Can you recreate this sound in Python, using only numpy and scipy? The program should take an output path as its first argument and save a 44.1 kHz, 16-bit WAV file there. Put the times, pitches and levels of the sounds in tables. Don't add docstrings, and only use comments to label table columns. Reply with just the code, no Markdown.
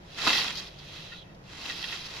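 import sys
import numpy as np
from scipy.fft import rfft, irfft, next_fast_len
from scipy.io import wavfile
from scipy.ndimage import map_coordinates

SR = 44100
rng = np.random.default_rng(int(sys.argv[2]) if len(sys.argv) > 2 else 0)


def generate_wav(signal):
    frames = np.transpose(np.atleast_2d(signal))
    scaled = np.clip(frames, -1, 1) * 32767
    pcm = np.round(scaled).astype(np.int16)
    wavfile.write(sys.argv[1], SR, pcm)


N = 97020
T = np.arange(N) / SR
SIZE = next_fast_len(N + 8192, True)
HZ = np.fft.rfftfreq(SIZE, 1 / SR)
TOP_HZ = 14950


def cuts():
    # (time [s], leaf level [dB], stalk level [dB])
    strong_cut = [(0.0, -67, -70.5), (0.16, -44.5, -54), (0.184, -37.5, -41.5), (0.222, -33, -40.5),
                  (0.262, -26, -34.5), (0.28, -25, -30.5), (0.325, -25, -36), (0.385, -24, -38.5),
                  (0.506, -35.5, -40.5), (0.534, -37, -49), (0.585, -42, -47), (0.68, -43.5, -57),
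                  (0.76, -65, -85)]
    gentle_cut = [(1.41, -78, -85), (1.442, -60, -68), (1.49, -55.5, -58), (1.512, -51.5, -53.5),
                  (1.638, -40, -48), (1.696, -36.5, -44), (1.736, -39, -49.5), (1.91, -34.5, -49.5),
                  (1.944, -37, -43.5), (1.998, -40, -52), (2.146, -42, -48.5), (2.2, -39.5, -46.5)]
    # (frequency [Hz], level [dB])
    leaf_tone = [(200, -14), (1000, -11.5), (2000, -5.5), (2800, -0.5), (4000, 2.5), (5300, -2.5),
                 (6400, -13.5), (7600, -36), (9500, -22.5), (14500, -28)]
    stalk_tone = [(100, -11.5), (280, -2), (520, -7), (950, -1.5), (1500, -3), (2200, -1.5), (4000, -3.5),
                  (7000, -12.5), (15000, -42.5)]
    leaf_gain, stalk_gain = stroke(strong_cut) + stroke(gentle_cut)
    bunches = amp(0.6 * wobble(120))
    tearing = unit(fibres() + amp(-1) * rng.standard_normal((2, N)))
    leaves = filtered(tearing * leaf_gain * bunches, colour(leaf_tone))
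    parting = crackle(per_s=2200, spread_db=1, hiss_db=-9)
    stalks = filtered(parting * stalk_gain * bunches, colour(stalk_tone))
    return amp(-5.5) * leaves + amp(2.5) * stalks


def fibres(per_s=5000, ring_s=0.0008, spread_db=3):
    t = np.arange(int(5 * ring_s * SR)) / SR
    when, pitch, phase, pan = rng.random((int(per_s * N / SR), 4)).T[:, :, None]
    size = amp(spread_db * np.clip(rng.standard_normal(when.shape), -2, 2))
    ticks = size * np.sin(2 * np.pi * (pitch * TOP_HZ * t + phase)) * np.exp(-t / ring_s)
    samples = ((when * N).astype(int) + np.arange(len(t))).ravel()
    mid = np.bincount(samples, ticks.ravel(), N)[:N]
    side = np.bincount(samples, (ticks * np.sign(pan - 0.5)).ravel(), N)[:N]
    return unit(np.array([mid, side]))


def stems(splinter_db=-23, splinter_s=0.006):
    # (time [s], level [dB])
    breaks = [(.2741, -7.5), (0.2782, -8), (0.2825, -30), (0.2933, -7), (0.3046, -5), (0.3311, -6),
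              (.373, -15), (.483, -15), (.51, -26), (1.657, -18), (1.698, -19), (1.828, -19), (1.8425, -18),
              (1.897, -27)]
    # (frequency [Hz], level [dB])
    tone = [(150, -7), (600, -1), (2000, 9), (4000, 17), (5400, -1.5), (7500, -30), (15000, -9)]
    cracks = np.zeros((2, N))
    for s, db in breaks:
        cracks[:, round(s * SR)] = amp(db) * np.array([1, rng.uniform(-1.1, 1)])
    tails = sum(amp(db + splinter_db) * (T >= s) * np.exp(-np.abs(T - s) / splinter_s)
                for s, db in breaks)
    return filtered(cracks + tails * crackle(per_s=3100), colour(tone))


def bites(rise_s=0.0011, t60_s=0.062):
    # (time [s], level [dB])
    hits = [(0.2684, -25.5), (0.278, -28.5), (0.302, -28), (.387, -38), (0.445, -34)]
    # (frequency [Hz], level [dB])
    tone = [(60, -23), (140, 0), (280, 6.5), (500, -7), (950, 7), (1500, 0), (2400, -36)]
    gain = np.zeros(N)
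    for s, db in hits:
        attack = np.exp(np.minimum(T - s, 0) / rise_s)
        gain += attack * amp(db - 60 * np.maximum(T - s, 0) / t60_s)
    return filtered(crackle(per_s=1800, spread_db=3.5, hiss_db=-3) * gain, colour(tone))


def twigs():
    # (time [s], level [dB], length [s])
    breaks = [(.555, -41, 0.01), (.571, -40, 0.018), (.591, -41, 0.0092), (.678, -51, 0.004),
              (.788, -53.5, 0.0095), (1.346, -59.5, 0.002), (1.755, -48, 0.012), (2.055, -43.5, 0.0048)]
    # (frequency [Hz], level [dB])
    tone = [(300, 3), (2000, -31), (3300, 12.5), (5000, 14.5), (6500, 1), (8200, -14), (15000, -12)]
    return snaps(breaks, colour(tone), per_s=2200, release_s=0.005)


def ringing(rolloff_hz=5500):
    # (frequency [Hz], level [dB], width [Hz])
    tones = [(1035, -4, 45), (1432, 8.5, 27), (1898, 8.5, 130), (2653, 9.5, 71), (3244, 10.5, 20),
             (3740, 3.5, 51), (4500, 5.5, 39)]
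    ring = sum(amp(db) * 1j * HZ * width / (hz ** 2 - HZ ** 2 + 1j * HZ * width)
               for hz, db, width in tones)
    return ring / (1 + (HZ / rolloff_hz) ** 6)


def knocks(ring):
    # (time [s], level [dB], length [s])
    contacts = [(.183, -43, 0.037), (.335, -40, 0.061), (1.117, -46.5, 0.022), (1.24, -65, 0.087),
                (1.694, -39, 0.007), (1.835, -48, 0.011), (1.921, -38, 0.01)]
    body = ring / np.sqrt(np.mean(np.abs(ring) ** 2))
    return snaps(contacts, body, per_s=2500, release_s=0.011)


def drag():
    # (time [s], level [dB])
    back_stroke = [(0.72, -63.5), (0.962, -52), (1.1, -56.5), (1.17, -58.5), (1.22, -66.5)]
    # (frequency [Hz], level [dB])
    tone = [(200, -7.5), (1600, -6.5), (2700, -1), (3900, 2), (4900, -6), (6000, -9.5), (7600, -21.5),
            (9500, -25.5), (14500, -31)]
    # (time [s], level [dB], centre [Hz])
    slide = [(.95, -62, 3700), (1.16, -53, 3850), (1.21, -55, 3700), (1.232, -54, 3350), (1.246, -72, 3000)]
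    bristle = crackle(per_s=4600, hiss_db=4)
    brush = filtered(bristle * stroke(back_stroke) * amp(0.4 * wobble(70.2)), colour(tone))
    s, db, hz = np.transpose(slide)
    zip_off = stroke(np.transpose([s, db])) * noise_band(np.interp(T, s, hz), half_width_hz=480)
    return amp(6.5) * brush + zip_off


def ground_echo(delay_s=0.0015306):
    # (frequency [Hz], level [dB])
    tone = [(900, -32), (2200, 2), (6000, -5.5)]
    return 0.32 * amp(along(tone)) * np.exp(-2j * np.pi * HZ * delay_s)


def air(hum_hz=153, drift_hz=2.4):
    # (frequency [Hz], level [dB])
    tone = [(18, -9), (45, 0), (75, -4.5), (130, -1), (185, 0.5), (235, -11), (350, -8.5), (620, -12),
            (1200, -21.5), (2300, -26), (3200, -30), (4400, -34), (5500, -32.5), (8000, -46), (15000, -50)]
    # (time [s], level [dB])
    swell = [(0, -61.5), (.6, -61.5), (.82, -55.5), (1.15, -63), (1.35, -68)]
    # (frequency [Hz], side minus mid [dB])
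    width = [(60, -21), (160, -14), (350, -7), (1000, 3)]
    noise = rng.standard_normal((2, N)) * amp(0.38 * wobble(9.3))
    mid, side = amp(-51) * filtered(noise, colour(tone))
    pitch_hz = hum_hz + drift_hz * wobble(10.16)
    hum = stroke(swell)[0] * unit(np.sin(2 * np.pi * np.cumsum(pitch_hz) / SR))
    return mid + hum, filtered(side, amp(along(width)))


def crackle(per_s, spread_db=4, hiss_db=-4):
    fractures = rng.random(N) < per_s / SR
    sizes = amp(spread_db * np.clip(rng.standard_normal(N), -2, 2))
    clicks = unit(fractures * sizes * rng.choice([-1, 1], (2, N)))
    return unit(clicks + amp(hiss_db) * rng.standard_normal((2, N)))


def snaps(rows, body, per_s, release_s):
    gain = sum(amp(db) * (T >= s) * np.exp(-np.maximum(T - s - length, 0) / release_s)
               for s, db, length in rows)
    return filtered(crackle(per_s) * gain, body)


def noise_band(centre_hz, half_width_hz):
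    a, b = filtered(rng.standard_normal((2, 2, N)), 1 / (1 + (HZ / half_width_hz) ** 4))
    phase = 2 * np.pi * np.cumsum(centre_hz) / SR
    return unit(a * np.cos(phase) + b * np.sin(phase))


def stroke(rows, fade_s=0.031):
    s, *levels = np.transpose(rows)
    outside_s = np.maximum(s[0] - T, 0) + np.maximum(T - s[-1], 0)
    return np.array([amp(np.interp(T, s, db)) * np.exp(-outside_s / fade_s) for db in levels])


def wobble(knots_per_s):
    return map_coordinates(rng.standard_normal(4096), [T * knots_per_s], mode="mirror")


def colour(points):
    cepstrum = irfft(np.log(unit(amp(along(points))) + 1e-6), SIZE)
    cepstrum[1:SIZE // 2] *= 2
    cepstrum[SIZE // 2 + 1:] = 0
    return np.exp(rfft(cepstrum))


def along(points):
    hz, db = np.transpose(points)
    return np.interp(np.log(HZ + 1), np.log(hz + 1), db)


def filtered(x, response):
    return irfft(rfft(x, SIZE) * response, SIZE)[..., :N]


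def amp(db):
    return 10 ** (np.asarray(db) / 20)


def unit(x):
    return x / np.sqrt(np.mean(x ** 2) + 1e-20)


def scene():
    # (frequency [Hz], side minus mid [dB])
    width = [(300, -28), (800, -16), (1400, -4.5), (2500, -2), (4000, -3), (5000, -2.5), (7000, -0.5)]
    # (frequency [Hz], left minus right [dB])
    balance = [(1300, 0), (2000, 2), (2700, -4.5), (3600, -4), (5000, 0.5), (6500, -1), (9500, 1)]
    ring = ringing()
    thin_cracks = twigs()
    knocking = knocks(ring)
    blows = filtered(bites() + stems() + thin_cracks, 1 + ring)
    mid, side = cuts() + drag() + knocking + blows
    echo = ground_echo()
    air_mid, air_side = air()
    mid = filtered(mid, 1 + echo) + air_mid
    side = filtered(side, amp(along(width)) * (1 + 0.5 * echo)) + air_side
    lean_db = along(balance) / 2
    return filtered(np.array([mid + side, mid - side]), amp([lean_db, -lean_db]))


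def record(dry):
    dip_hz, width_hz, dip_db = 8190, 380, -8
    dip = amp(dip_db * np.exp(-((HZ - dip_hz) / width_hz) ** 2))
    return filtered(dry, dip * (HZ < TOP_HZ))


dry = scene()
out = record(dry)
generate_wav(out)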